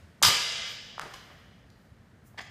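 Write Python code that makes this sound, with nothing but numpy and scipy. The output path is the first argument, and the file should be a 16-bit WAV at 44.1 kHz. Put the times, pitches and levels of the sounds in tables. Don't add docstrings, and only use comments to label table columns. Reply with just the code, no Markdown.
import sys
import numpy as np
from scipy import signal
from scipy.fft import rfft, irfft
from scipy.io import wavfile
from scipy.ndimage import uniform_filter1d

SR = 44100
rng = np.random.default_rng(int(sys.argv[2]) if len(sys.argv) > 2 else 0)


def persist_wave(psi):
    counts = np.round(np.clip(psi, -1, 1) * 32767).astype(np.int16)
    wavfile.write(sys.argv[1], SR, np.atleast_2d(counts).T)


def how_loud(loudness_db):
    steps = np.asarray(loudness_db, float) / 20
    return 10 ** steps


N = 110250


def evened(x):
    return x / np.sqrt(np.mean(x ** 2) + 1e-20)


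def read(points, hz):
    f, value = np.transpose(points)
    return np.interp(np.log(hz + 1), np.log(f + 1), value)


def add(mix, s, sound):
    part = mix[round(s * SR):][:len(sound)]
    part += sound[:len(part)]


def coloured(x, points, tilt_db=0):
    hz = np.fft.rfftfreq(len(x), 1 / SR)
    gain_db = read(points, hz) - tilt_db * np.log2(hz / 3000 + 0.21)
    return irfft(rfft(x) * how_loud(gain_db), len(x))


def ring(x, hz, width):
    r = np.exp(-np.pi * width / SR)
    w = 2 * np.pi * hz / SR
    return signal.lfilter([(1 - r) * 2 * np.sin(w)], [1, -2 * r * np.cos(w), r * r], x)


# frequency in Hz, density in dB per Hz.
HUM_SPECTRUM = [(25, -29.5), (45, -8), (93, -2), (204, -6), (300, -15.5), (1000, -24.5), (1750, -23),
                (2600, -32), (15500, -47.5)]
HUM_DB = -56.5


def hum():
    lumps = evened(uniform_filter1d(rng.standard_normal(N), 3000))
    air = evened(coloured(rng.standard_normal(N), HUM_SPECTRUM + [(16000, -88)]))
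    low = signal.sosfilt(signal.butter(2, 300, fs=SR, output="sos"), air)
    swell = how_loud(.8 * np.tanh(lumps)) - 1
    return how_loud(HUM_DB) * (air + low * swell)


# frequency in Hz, density in dB per Hz.
LINGER_SPECTRUM = [(290, -46.5), (500, -15.5), (610, 0), (755, -15), (1720, -8.5), (2610, -11.5),
                   (15000, -29)]
LINGER_DB, LINGER_T60_S = -63, 1.5


def linger():
    fall_db = 60 * np.arange(N) / SR / LINGER_T60_S
    return evened(coloured(rng.standard_normal(N), LINGER_SPECTRUM)) * how_loud(LINGER_DB - fall_db)


# frequency in Hz, density in dB per Hz.
CLOTH_SPECTRUM = [(1760, -55), (3000, -21), (5450, 1), (6050, 5), (8350, 5), (15500, 9)]
# middle in seconds, level in dB, half width in seconds.
BRUSHES = [
    (0.707, -58.5, 0.049),
    (.85, -72.5, .08),
    (2.275, -65, 0.023),
    (2.32, -75, 0.058),
    (1.102, -70, 0.11),
    (1.3, -73.5, 0.19),
    (1.821, -79, 0.083),
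]


def brushes():
    t = np.arange(N) / SR
    hiss = evened(coloured(rng.standard_normal(N), [(1500, -41)] + CLOTH_SPECTRUM + [(16000, -80)]))
    return hiss * sum(how_loud(db) * np.exp(-((t - s) / half) ** 2) for s, db, half in BRUSHES)


# start in seconds, peak in dB, pitch in Hz, 60 dB decay in seconds.
THUMPS = [
    (0.019, -49.5, 82, 0.12),
    (.232, -41, 171, 0.18),
    (.24, -42, 89.5, 0.13),
    (0.264, -39, 104, 0.081),
    (0.261, -42, 134.3, .12),
    (1.002, -54.5, 156.6, 0.1),
]


def thumps():
    out, t = np.zeros(N), np.arange(12000) / SR
    for s, db, hz, t60 in THUMPS:
        swell = 1 - np.exp(-t / .012)
        add(out, s, how_loud(db - 60 * (t / t60) ** 2) * swell * 2 * np.sin(2 * np.pi * hz * t))
    return coloured(out, [(40, -20), (70, 1.0)])


# start in seconds, peak in dB, pitch in Hz, tick in dB.
SLAPS = [
    (.2186, -24, 850, -30),
    (.2218, -30, 600, -30),
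    (.9804, -25, 1000, -16),
    (.9822, -36, 1500, -9),
    (.9957, -20, 1200, 2),
    (1.002, -33, 1300, -20),
    (1.0168, -34, 1400, 9),
    (1.027, -38, 2500, 1),
    (2.3445, -46, 680, -18),
]
SLAP_RING_CYCLES, TICK_S = .3, .00003


def slaps():
    out, t = np.zeros(N), np.arange(600) / SR
    for s, db, hz, tick_db in SLAPS:
        u = t * hz / SLAP_RING_CYCLES
        pocket = 2 * u ** 2 * np.exp(-u) * np.sin(2 * np.pi * hz * t - 2.4)
        tick = -how_loud(tick_db) * np.exp(-((t - .0003) / TICK_S) ** 2)
        add(out, s, how_loud(db) * (pocket + tick))
    return signal.sosfilt(signal.butter(2, 400, "high", fs=SR, output="sos"), out)


CHATTER_PER_S, CHATTER_SPREAD_DB, CONTACT_S = 14000, 4.5, 0.0011
SLEEVE_DB, SLEEVE_WIDTH_HZ = -2, 330
LOUDEST_DB, LOUDEST_WIDTH = -5.5, 0.067
LEAD = 64


def chatter(table, colour):
    out, t = np.zeros(N), np.arange(4096) / SR
    for s, db, length, dull_db, top_hz in table:
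        hit, size, sign = rng.random((3, 4096))
        strength = how_loud(-CHATTER_SPREAD_DB * np.log(size + 0.04)) * np.sign(sign - .5)
        ticks = (hit < CHATTER_PER_S / SR) * strength
        ticks[0] = 2
        ticks = ticks * np.exp(-(t / length) ** 2) * (.3 + .7 * np.minimum(t / CONTACT_S, 1))
        ticks = coloured(np.roll(ticks, LEAD), colour, dull_db)
        modes_hz = np.linspace(600, 14600, 36) + rng.uniform(-190, 190, 36)
        sleeve = sum(ring(ticks, hz, SLEEVE_WIDTH_HZ) for hz in modes_hz)
        loudest = ring(evened(ticks), top_hz, LOUDEST_WIDTH * top_hz)
        burst = evened(ticks) + how_loud(SLEEVE_DB) * evened(sleeve) + how_loud(LOUDEST_DB) * evened(loudest)
        add(out, s - LEAD / SR, how_loud(db) * burst / np.sqrt(np.sum(burst ** 2) / (length * SR)))
    return out


# frequency in Hz, width in Hz, level in dB.
PLATE_MODES = [(1250, 66, -5.5), (3480, 82, -0.5), (4870, 120, -6), (5120, 76, 2.5), (7900, 63, -6.5),
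               (12000, 95, -8), (13200, 30, -26.5), (14700, 36, -5.5)]
# frequency in Hz, level in dB, 60 dB decay in seconds.
BAR_MODES = [(1830, -22.5, 1.5), (2875, -11.5, 1.8), (3300, -0.5, 0.17), (3505, -21, 5.1),
             (4160, -12.5, 0.87), (4355, -1, 0.93), (4554, -11, 0.68), (4960, -3, 0.22), (5055, -20.5, 1.2),
             (5496, -12.5, 0.93), (6272, -20, 1.0), (6955, -20.5, 1.2), (7305, -23, 0.8), (8387, -29, 0.89)]
PLATE_MODES_DB, BAR_MODES_DB = -15.5, -26


def barbell(table, colour):
    out = chatter(table, colour)
    plates = sum(how_loud(db) * ring(out, hz, width) for hz, width, db in PLATE_MODES)
    bar = sum(how_loud(db) * ring(out, hz, 2.2 / t60) * np.sqrt(1 / t60 + 1) for hz, db, t60 in BAR_MODES)
    return out + np.std(out) * (how_loud(PLATE_MODES_DB) * evened(plates) + how_loud(BAR_MODES_DB) * evened(bar))


# start in seconds, level in dB, chatter length in seconds,
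# dullness in dB per octave, loudest ring in Hz.
KNOCKS = [(1.012, -45.5, 0.0086, -1, 1790), (1.033, -45, 0.0082, 17, 798), (1.052, -47, 0.021, 13, 597),
          (1.074, -57.5, .004, -8, 2000), (1.3, -55.5, .02, 8, 599.5), (2.3755, -49, .005, 1, 1910),
          (2.3945, -44, 0.0044, 0.5, 900), (2.3795, -41, 0.015, .5, 2107), (2.388, -38, 0.0085, 0.8, 1855),
          (2.403, -44, 0.0097, 2, 880), (2.419, -56, .008, .1, 2090), (2.466, -59, .015, -2, 2600)]
# frequency in Hz, density in dB per Hz.
KNOCK_SPECTRUM = [(180, -30), (300, -23), (571, -16.5), (863, -7.5), (1460, -14), (1810, -4), (2610, -13.5),
                  (4570, -13.5), (15500, -43)]


def plate_knocks():
    return barbell(KNOCKS, KNOCK_SPECTRUM)


# start in seconds, level in dB, chatter length in seconds,
# dullness in dB per octave, loudest ring in Hz.
CLANKS = [(.2257, -14, 0.0048, -3, 7020), (.2315, -14.5, 0.0064, 1.64, 3710),
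          (.2365, -18.5, 0.0024, .3, 3540), (.249, -14, .004, 0.4, 5350), (.258, -22.5, 0.024, -1.9, 3017),
          (0.283, -22.5, 0.0094, 2.8, 2903), (.24, -21.5, 0.01, -0.46, 1250), (1.137, -43.5, .01, 4, 1084),
          (1.158, -55.5, 0.0049, -5, 12000), (1.701, -57.5, 0.002, 0, 4730), (2.411, -52, .014, 3.1, 6934),
          (2.443, -66, 0.015, -2, 5160)]
# frequency in Hz, density in dB per Hz.
CLANK_SPECTRUM = [(250, -21.5), (480, -18.5), (800, -15.5), (1200, -4.5), (2300, -8), (4900, -2),
                  (10300, -12), (14500, -8)]
# frequency in Hz, gain in dB.
SHADOW = [(12600, 0), (13400, -20.5), (14000, -6.5)]


def sleeve_clanks():
    return coloured(barbell(CLANKS, CLANK_SPECTRUM), SHADOW)


# frequency in Hz, 60 dB decay in seconds.
HALL_T60 = [(260, 1.5), (620, 2.9), (950, 1), (1840, 1.8), (3200, 1.61), (6000, 1.4), (9000, 0.89),
            (14000, .5)]
# frequency in Hz, gain in dB.
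FAR_END = [(420, -5.5), (610, 2), (850, -6), (1400, -4.5), (1800, 2), (2800, 3.5), (5000, 0), (9000, -1)]
NEAR_DB, NEAR_SHARE, NEAR_RISE_S = -0.5, 0.33, 0.004
FAR_DB, FAR_RISE_S = -2, .03
ECHO_DB, ECHO_S, ECHO_SPREAD_S = -18, .4, .09


def hall(x):
    hz, t, z = signal.stft(rng.standard_normal(N), SR, nperseg=256)
    fall = 60 * t / read(HALL_T60, hz)[:, None]
    late = read(FAR_END, hz)[:, None] - fall
    near = how_loud(NEAR_DB - fall / NEAR_SHARE) ** 2 * (1 - np.exp(-t / NEAR_RISE_S)) / NEAR_SHARE
    far = how_loud(FAR_DB + late) ** 2 * (1 - np.exp(-t / FAR_RISE_S))
    echo = how_loud(ECHO_DB + 15 + late) ** 2 * np.exp(-((t - ECHO_S) / ECHO_SPREAD_S) ** 2)
    tail = signal.istft(z * np.sqrt(near + far + echo), SR, nperseg=256)[1][:N]
    return signal.fftconvolve(x, tail / np.sqrt(.1 * SR))[:N]


KNOCK_WET_DB, SLAP_WET_DB = -7, -2.5
WALL_S = 0.012


def scene():
    steel = sleeve_clanks()
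    plates = plate_knocks()
    rubber = slaps()
    rubber_at_wall = np.roll(rubber, round(WALL_S * SR))
    wet = hall(steel + how_loud(KNOCK_WET_DB) * plates + how_loud(SLAP_WET_DB) * rubber_at_wall)
    direct = steel + plates + rubber + thumps()
    return (direct + wet + brushes() + hum() + linger())[None]


def roll_off(x):
    return signal.sosfilt(signal.butter(12, 16500, fs=SR, output="sos"), x)


# frequency in Hz, gain in dB.
MICROPHONE = [(5300, 0), (5800, -1.5), (6300, 0), (15150, -3), (15600, -48)]


def record(dry):
    return roll_off(coloured(dry[0], MICROPHONE)[None])


dry = scene()
out = record(dry)
persist_wave(out)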